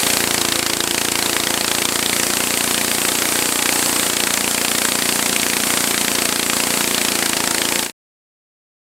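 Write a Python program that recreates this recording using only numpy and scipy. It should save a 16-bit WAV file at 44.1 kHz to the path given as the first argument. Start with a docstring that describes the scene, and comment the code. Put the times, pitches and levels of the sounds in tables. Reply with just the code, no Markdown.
"""A portable band sawmill cuts a log outdoors, a few metres away.
From the start its single-cylinder four-stroke petrol engine fires about 29 times a second, sagging
under load: each firing a muffler thump, a gas blast and a ping. Between firings the steel band hisses
and rasps through the wood. From about 2.5 s, band and guard sing out now and then.
At 7.8 s everything fades quickly to silence."""
import sys
import numpy as np
from scipy import signal
from scipy.fft import rfft, irfft, next_fast_len
from scipy.io import wavfile
from scipy.ndimage import uniform_filter1d, map_coordinates

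SR = 44100
rng = np.random.default_rng(int(sys.argv[2]) if len(sys.argv) > 2 else 0)


def generate_wav(sig):
    """Save sig (samples, or channels by samples) to the path in sys.argv[1] as 16-bit PCM at SR."""
    pcm = np.round(np.clip(np.atleast_2d(sig).T, -1, 1) * 32767).astype(np.int16)
    wavfile.write(sys.argv[1], SR, pcm)


N = 390285

# engine speed: time_s, firing_hz
ENGINE_SPEED = [(0.0, 29.417), (0.48, 28.089), (1.02, 28.625), (1.23, 28.443), (2.07, 28.987),
                (2.43, 29.39), (2.78, 29.33), (3.22, 29.465), (3.56, 29.951), (4.23, 28.932),
                (4.67, 29.429), (5.81, 29.269), (6.25, 28.663), (6.76, 29.199), (7.0, 28.937),
                (7.25, 28.061), (7.5, 27.92), (7.9, 29.05)]
# muffler resonances, low to high: pitch_hz, width_hz, gain_db
CHUG_MODES = [(70.4, 28, -66.5), (120, 77, -44)]
BOOM_MODES = [(204.4, 11, -40), (249.8, 34.6, -34.5)]
DRONE_MODES = [(280.6, 31.6, -38.5), (324, 5.3, -45)]
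BARK_MODES = [(339.3, 13, -35.5), (377.4, 7.5, -44), (426, 7.4, -41), (684.4, 44, -43), (930, 170, -52)]
# muffler tone, towards boom and away from drone: time_s, tilt_db
MUFFLER_TILT = [(0, 2), (.8, -2), (2.7, 1), (3.8, -5), (4.4, 1.5), (5.5, 2.5), (7, 2), (7.6, -1)]
# hardest firings: time_s
HARD_FIRINGS = [.415, .733, .804, 1.26, 1.714, 2.37, 4.202, 4.58, 5.362, 5.499, 7.014, 7.617, 7.653]
# blade bite, relative to usual: time_s, bite_db
BLADE_BITE = [(0.0, 2.3), (0.86, -3), (1.17, -0.5), (2.01, -1.5), (2.11, -0.15), (3.24, 0), (3.34, 1.5),
              (3.54, -1.5), (3.84, 1.5), (4.36, -1.2), (5.07, 0), (5.59, -1), (5.69, 1), (6.0, -0.6),
              (6.2, 0.6), (6.41, -1.5), (6.62, 0.8), (7.8, -0.4)]
# steel resonances: pitch_hz, width_hz, gain_db
BAND_MODES = [(4550, 400, -2.5), (8000, 670, -10), (8400, 450, 1), (14350, 500, -7)]
GUARD_MODES = [(518, 43, 0.5), (853, 5.9, 4.5), (1130, 28, -12)]
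# swells of ringing steel: centre_s, half_length_s, pitch_hz, width_hz, level_db
SINGING_SWELLS = [(2.8, .5, 1115, 40, -44), (3.5, 0.58, 842, 24.9, -40), (3.8, 0.45, 4600, 297, -44),
                  (3.88, 0.26, 8080, 703, -29), (4.9, .7, 9870, 160, -36), (6.2, .7, 8050, 300, -35.5),
                  (7.55, .45, 898, 50, -40)]
# noise colours: freq_hz, relative_db
BLAST_SPECTRUM = [(30, -44), (120, -30.5), (300, -26.5), (450, -18.5), (700, -6.5), (1350, 1.2), (2300, 1),
                  (3600, 0.5), (4700, -2), (6200, -4.5), (9000, -6.5), (13000, -15.5), (16000, -27.5)]
RASP_SPECTRUM = [(20, -44), (45, -28.5), (120, -17), (185, -2.5), (275, -10), (365, 1), (430, -3),
                 (660, -2), (1200, -5.5), (2400, -5.5), (3400, -8.5), (5000, -7), (16000, -24.5)]
HISS_SPECTRUM = [(500, -49.5), (3500, -32), (6000, -7), (7400, 1), (8400, 0), (9500, -1), (11000, -2),
                 (13000, -5), (14800, -8.5), (16000, -19.5)]
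VALVE_SPECTRUM = [(300, -32), (2000, -7.5), (4500, -3.5), (8300, 7.5), (12000, -6.5), (16000, -16)]
AIR_SPECTRUM = [(30, -15.5), (60, -1), (110, -4), (200, -3), (400, -4), (900, -40.5)]
# stereo width of the noise: freq_hz, side_to_mid_db
STEREO_WIDTH = [(50, -5), (150, -8), (300, -16), (650, -21), (1300, -20), (2400, -17), (4000, -21),
                (7500, -20), (10500, -14.5), (14000, -20)]
# stereo balance: freq_hz, left_minus_right_db
STEREO_BALANCE = [(60, 3.3), (200, 1.3), (450, -.4), (1300, .3), (1900, 2.2), (3500, .3), (8000, .3),
                  (11000, 1.2), (14000, .2)]
# stereo phase: freq_hz, left_lead_rad
STEREO_LEAD = [(40, -.15), (110, -0.37), (330, -0.16), (500, 0)]
# closing fade: time_s, gain
FADE_OUT = [(7.81, 1), (7.865, .48), (7.9, .2), (7.92, 0)]

GOVERNED_HZ = 29
# _PER_HZ: per hertz of sag below the governed firing rate
CHUG_DB_PER_HZ, BARK_DB_PER_HZ, DRONE_DB_PER_HZ = 2, 3.5, -1.5
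BODY_DB_PER_HZ, EDGE_DB_PER_HZ = -0.6, 1.3
RASP_DB_PER_HZ, HISS_DB_PER_HZ = -0.3, -2.2
PING_OCT_PER_HZ = 0.5
# change over the carriage's full travel
CHUG_TRAVEL_DB, BARK_TRAVEL_DB, PING_TRAVEL_OCT = -7, -2, -0.38


def muffler(times_s, lead_ms, low_hz, high_hz):
    """The opening exhaust valve's pressure step rings the muffler just ahead of each blast."""
    tilt_db, bite_db = curve(MUFFLER_TILT), curve(BLADE_BITE)
    pulses = amp(59 + 0.55 * bite_db) * kicks(times_s - lead_ms / 1e3, scatter_db=-0.35)
    chug_db = -0.9 + CHUG_DB_PER_HZ * sag_hz() + CHUG_TRAVEL_DB * travel()
    drone_db = -1.2 * tilt_db + DRONE_DB_PER_HZ * sag_hz()
    bark_db = 0.44 + BARK_DB_PER_HZ * sag_hz() + BARK_TRAVEL_DB * travel()
    ring = lambda modes, db: filtered(pulses * amp(db), lambda hz: resonances(modes, hz))
    thump = ring(CHUG_MODES, chug_db) + ring(BOOM_MODES, tilt_db)
    thump += ring(DRONE_MODES, drone_db) + ring(BARK_MODES, bark_db)
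    # small outlet: little deep bass; slow valve: little treble
    outlet = signal.butter(3, [low_hz, high_hz], 'bandpass', fs=SR, output='sos')
    return signal.sosfilt(outlet, thump)


def gas_blast(times_s, echo_ms, echo_db, split_hz=3000):
    """Gas leaves the pipe as a steep front in a turbulent burst; one close reflection follows."""
    burst = puffs(times_s, scatter_db=-0.2, rise_ms=0.68, fall_ms=0.99)
    afterflow = amp(-10.5) * puffs(times_s + 0.003, scatter_db=3, rise_ms=2.2, fall_ms=3.6)
    jet = amp(-8.5) * np.hypot(burst, afterflow) * noise(BLAST_SPECTRUM, patchy_db=1.0)
    jitter_s = 0.00025 * rng.standard_normal(len(times_s))
    fronts = kicks(times_s + 0.0001 + jitter_s, scatter_db=4.5)
    jet -= filtered(fronts, lambda hz: resonances([(2540, 2900, 3.3)], hz) / (1 + 1j * hz / 6500))
    # brighter under load
    edge = filtered(jet, lambda hz: 1 - 1 / (1 + (hz / split_hz) ** 4))
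    body = jet - edge
    jet = amp(0.3 + BODY_DB_PER_HZ * sag_hz()) * body + amp(0.18 + EDGE_DB_PER_HZ * sag_hz()) * edge
    echo = lambda hz: amp(echo_db) * np.exp(-2j * np.pi * hz * echo_ms / 1e3) / (1 + 1j * hz / 3000)
    return filtered(jet, lambda hz: 1 + echo(hz))


def pipe_pings(times_s, base_hz, scatter_oct, rise_ms, fall_ms, usual_db, scatter_db, hard_db):
    """The tail pipe pings at each firing, a few times hard; pitch rises as the throttle opens."""
    out, t = np.zeros(N), np.arange(SR // 100) / SR
    envelope = (1 - np.exp(-t * 1e3 / rise_ms)) * np.exp(-t * 1e3 / fall_ms)
    starts = ((times_s - 0.0006) * SR).astype(int)
    starts = starts[(starts >= 0) & (starts < N - len(t))]
    force, detune = rng.standard_normal((len(starts), 2)).T
    gains_db = usual_db + scatter_db * force
    for time_s in HARD_FIRINGS:
        nearest = np.argmin(abs(starts / SR - time_s))
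        gains_db[nearest], detune[nearest] = hard_db, 0
    drift_oct = PING_OCT_PER_HZ * sag_hz() + PING_TRAVEL_OCT * travel()
    pitches_hz = base_hz * 2 ** (drift_oct[starts] + scatter_oct * detune)
    for start, db, hz in zip(starts, gains_db, pitches_hz):
        out[start:start + len(t)] += amp(db) * envelope * np.sin(2 * np.pi * hz * t)
    return out


def saw():
    """Teeth rasp and ring band and guard, louder with bite and speed; uneven grain adds flutter."""
    bite_db, grain = curve(BLADE_BITE), wobble(rate_hz=14)
    rasp_db = -25 + bite_db + RASP_DB_PER_HZ * sag_hz() + 0.33 * grain
    rasp = amp(rasp_db) * noise(RASP_SPECTRUM, patchy_db=0.7, modes=GUARD_MODES)
    hiss_db = -24 + bite_db + HISS_DB_PER_HZ * sag_hz() + 0.53 * grain + 0.41 * wobble(rate_hz=120)
    hiss = amp(hiss_db) * noise(HISS_SPECTRUM, patchy_db=1.0, modes=BAND_MODES)
    return rasp + hiss


def valves(times_s):
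    """A short hiss before each blast; a valve ticks shut about half a cycle later."""
    leak = amp(-22.5) * puffs(times_s - 0.003, scatter_db=5.5, rise_ms=0.93, fall_ms=2.5)
    tick = amp(-28) * puffs(times_s + 0.0195, scatter_db=7, rise_ms=0.51, fall_ms=1.6)
    return np.hypot(leak, tick) * noise(VALVE_SPECTRUM, patchy_db=0)


def singing_steel():
    """The cut feeds narrow resonances of band or guard, each in one swell."""
    out, t = np.zeros(N), np.arange(N) / SR
    for centre_s, half_length_s, pitch_hz, width_hz, level_db in SINGING_SWELLS:
        mode = [(pitch_hz, width_hz, 0)]
        tone = unit_rms(filtered(rng.standard_normal(N), lambda hz: resonances(mode, hz) ** 2))
        swell = np.exp(-((t - centre_s) / half_length_s) ** 2)
        out += amp(level_db) * swell * tone
    return out


def air(level_db):
    """Faint low rumble of air, antiphase in the two channels."""
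    rumble = unit_rms(filtered(rng.standard_normal(N), lambda hz: amp(at_hz(AIR_SPECTRUM, hz))))
    return amp(level_db) * np.array([rumble, -rumble])


def firing_times_s():
    """One firing per completed engine cycle."""
    cycles = np.cumsum(curve(ENGINE_SPEED)) / SR
    return np.interp(np.arange(int(cycles[-1]) + 1), cycles, np.arange(N) / SR)


def sag_hz():
    """Drop below the governed firing rate; the throttle opens in step."""
    return GOVERNED_HZ - curve(ENGINE_SPEED)


def travel():
    """Carriage position along the log."""
    return np.linspace(-0.5, 0.5, N)


def kicks(times_s, scatter_db):
    """One impulse of random strength at each time."""
    sizes = amp(scatter_db * rng.standard_normal(len(times_s)))
    inside = (times_s >= 0) & (times_s < (N - 1) / SR)
    return np.bincount(np.round(times_s[inside] * SR).astype(int), sizes[inside], N)


def puffs(times_s, scatter_db, rise_ms, fall_ms):
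    """Envelope with an exponential rise and fall around each time."""
    ms = np.arange(-SR // 50, SR // 50 + 1) * 1000 / SR
    shape = np.exp(np.where(ms < 0, ms / rise_ms, -ms / fall_ms))
    return signal.fftconvolve(kicks(times_s, scatter_db), shape, 'same')


def noise(spectrum, patchy_db, modes=()):
    """Coloured stereo noise, rms 1, with resonances and patches of random gain."""
    bins = signal.stft(rng.standard_normal((2, N)), nperseg=512)[2]
    patches = uniform_filter1d(rng.standard_normal(bins.shape[1:]), size=5, axis=0)
    patches = unit_rms(uniform_filter1d(patches, size=7, axis=1))
    pair = signal.istft(bins * amp(patchy_db * patches), nperseg=512)[1][:, :N]
    colour = lambda hz: np.hypot(amp(at_hz(spectrum, hz)), abs(resonances(modes, hz)))
    mid, side = filtered(pair, lambda hz: colour(hz) * amp(np.outer([0, 1], at_hz(STEREO_WIDTH, hz))))
    return unit_rms(np.array([mid + side, mid - side]))


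def wobble(rate_hz):
    """Smooth random curve."""
    knots = rng.standard_normal(int(N * rate_hz / SR) + 4)
    return map_coordinates(knots, [np.arange(N) * rate_hz / SR])


def resonances(modes, hz):
    """Summed causal response of band-pass modes."""
    return sum(amp(gain_db) * 1j * hz * width_hz / (pitch_hz ** 2 - hz ** 2 + 1j * hz * width_hz)
               for pitch_hz, width_hz, gain_db in modes)


def filtered(x, response):
    """Apply a complex frequency response."""
    size = next_fast_len(N + SR // 2)
    return irfft(rfft(x, size) * response(np.fft.rfftfreq(size, 1 / SR)), size)[..., :N]


def curve(table):
    """Time table to one value per sample."""
    times_s, values = np.transpose(table)
    return np.interp(np.arange(N) / SR, times_s, values)


def at_hz(table, hz):
    """Frequency table read on a log axis."""
    freqs_hz, values = np.transpose(table)
    return np.interp(np.log(hz + 1), np.log(freqs_hz + 1), values)


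def amp(db):
    """Decibels to gain."""
    return 10 ** (np.asarray(db) / 20)


def unit_rms(x):
    """Scale to rms 1."""
    return x / np.sqrt(np.mean(x ** 2) + 1e-20)


def scene():
    """Engine and saw on one carriage, almost straight ahead, creeping left."""
    times_s = firing_times_s()
    thump = muffler(times_s, lead_ms=2.18, low_hz=52, high_hz=1240)
    blast = gas_blast(times_s - 0.0002, echo_ms=3.1, echo_db=-18.5)
    pings = pipe_pings(times_s, base_hz=2780, scatter_oct=0.28, rise_ms=0.53, fall_ms=0.8,
                       usual_db=-6.5, scatter_db=1.5, hard_db=2.5)
    mill = thump + blast + pings + valves(times_s) + saw() + singing_steel()
    sides = np.array([[0.5], [-0.5]])
    pan_db = np.linspace(-0.2, 0.35, N)
    balance = lambda hz: amp(sides * at_hz(STEREO_BALANCE, hz))
    phase = lambda hz: np.exp(1j * sides * at_hz(STEREO_LEAD, hz))
    mill = filtered(mill * amp(sides * pan_db), lambda hz: balance(hz) * phase(hz))
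    return mill + air(level_db=-48)


def record(dry):
    """Soft clip, fade-out, low and high cut."""
    ceiling, low_hz, high_hz = 0.9, 34, 15850
    rounded = dry / (1 + np.abs(dry / ceiling) ** 6) ** (1 / 6)
    low_cut = lambda hz: 1 - 1 / (1 + (hz / low_hz) ** 6)
    high_cut = lambda hz: 1 / (1 + (hz / high_hz) ** 300)
    return filtered(rounded * curve(FADE_OUT), lambda hz: low_cut(hz) * high_cut(hz))


dry = scene()
out = record(dry)
generate_wav(out)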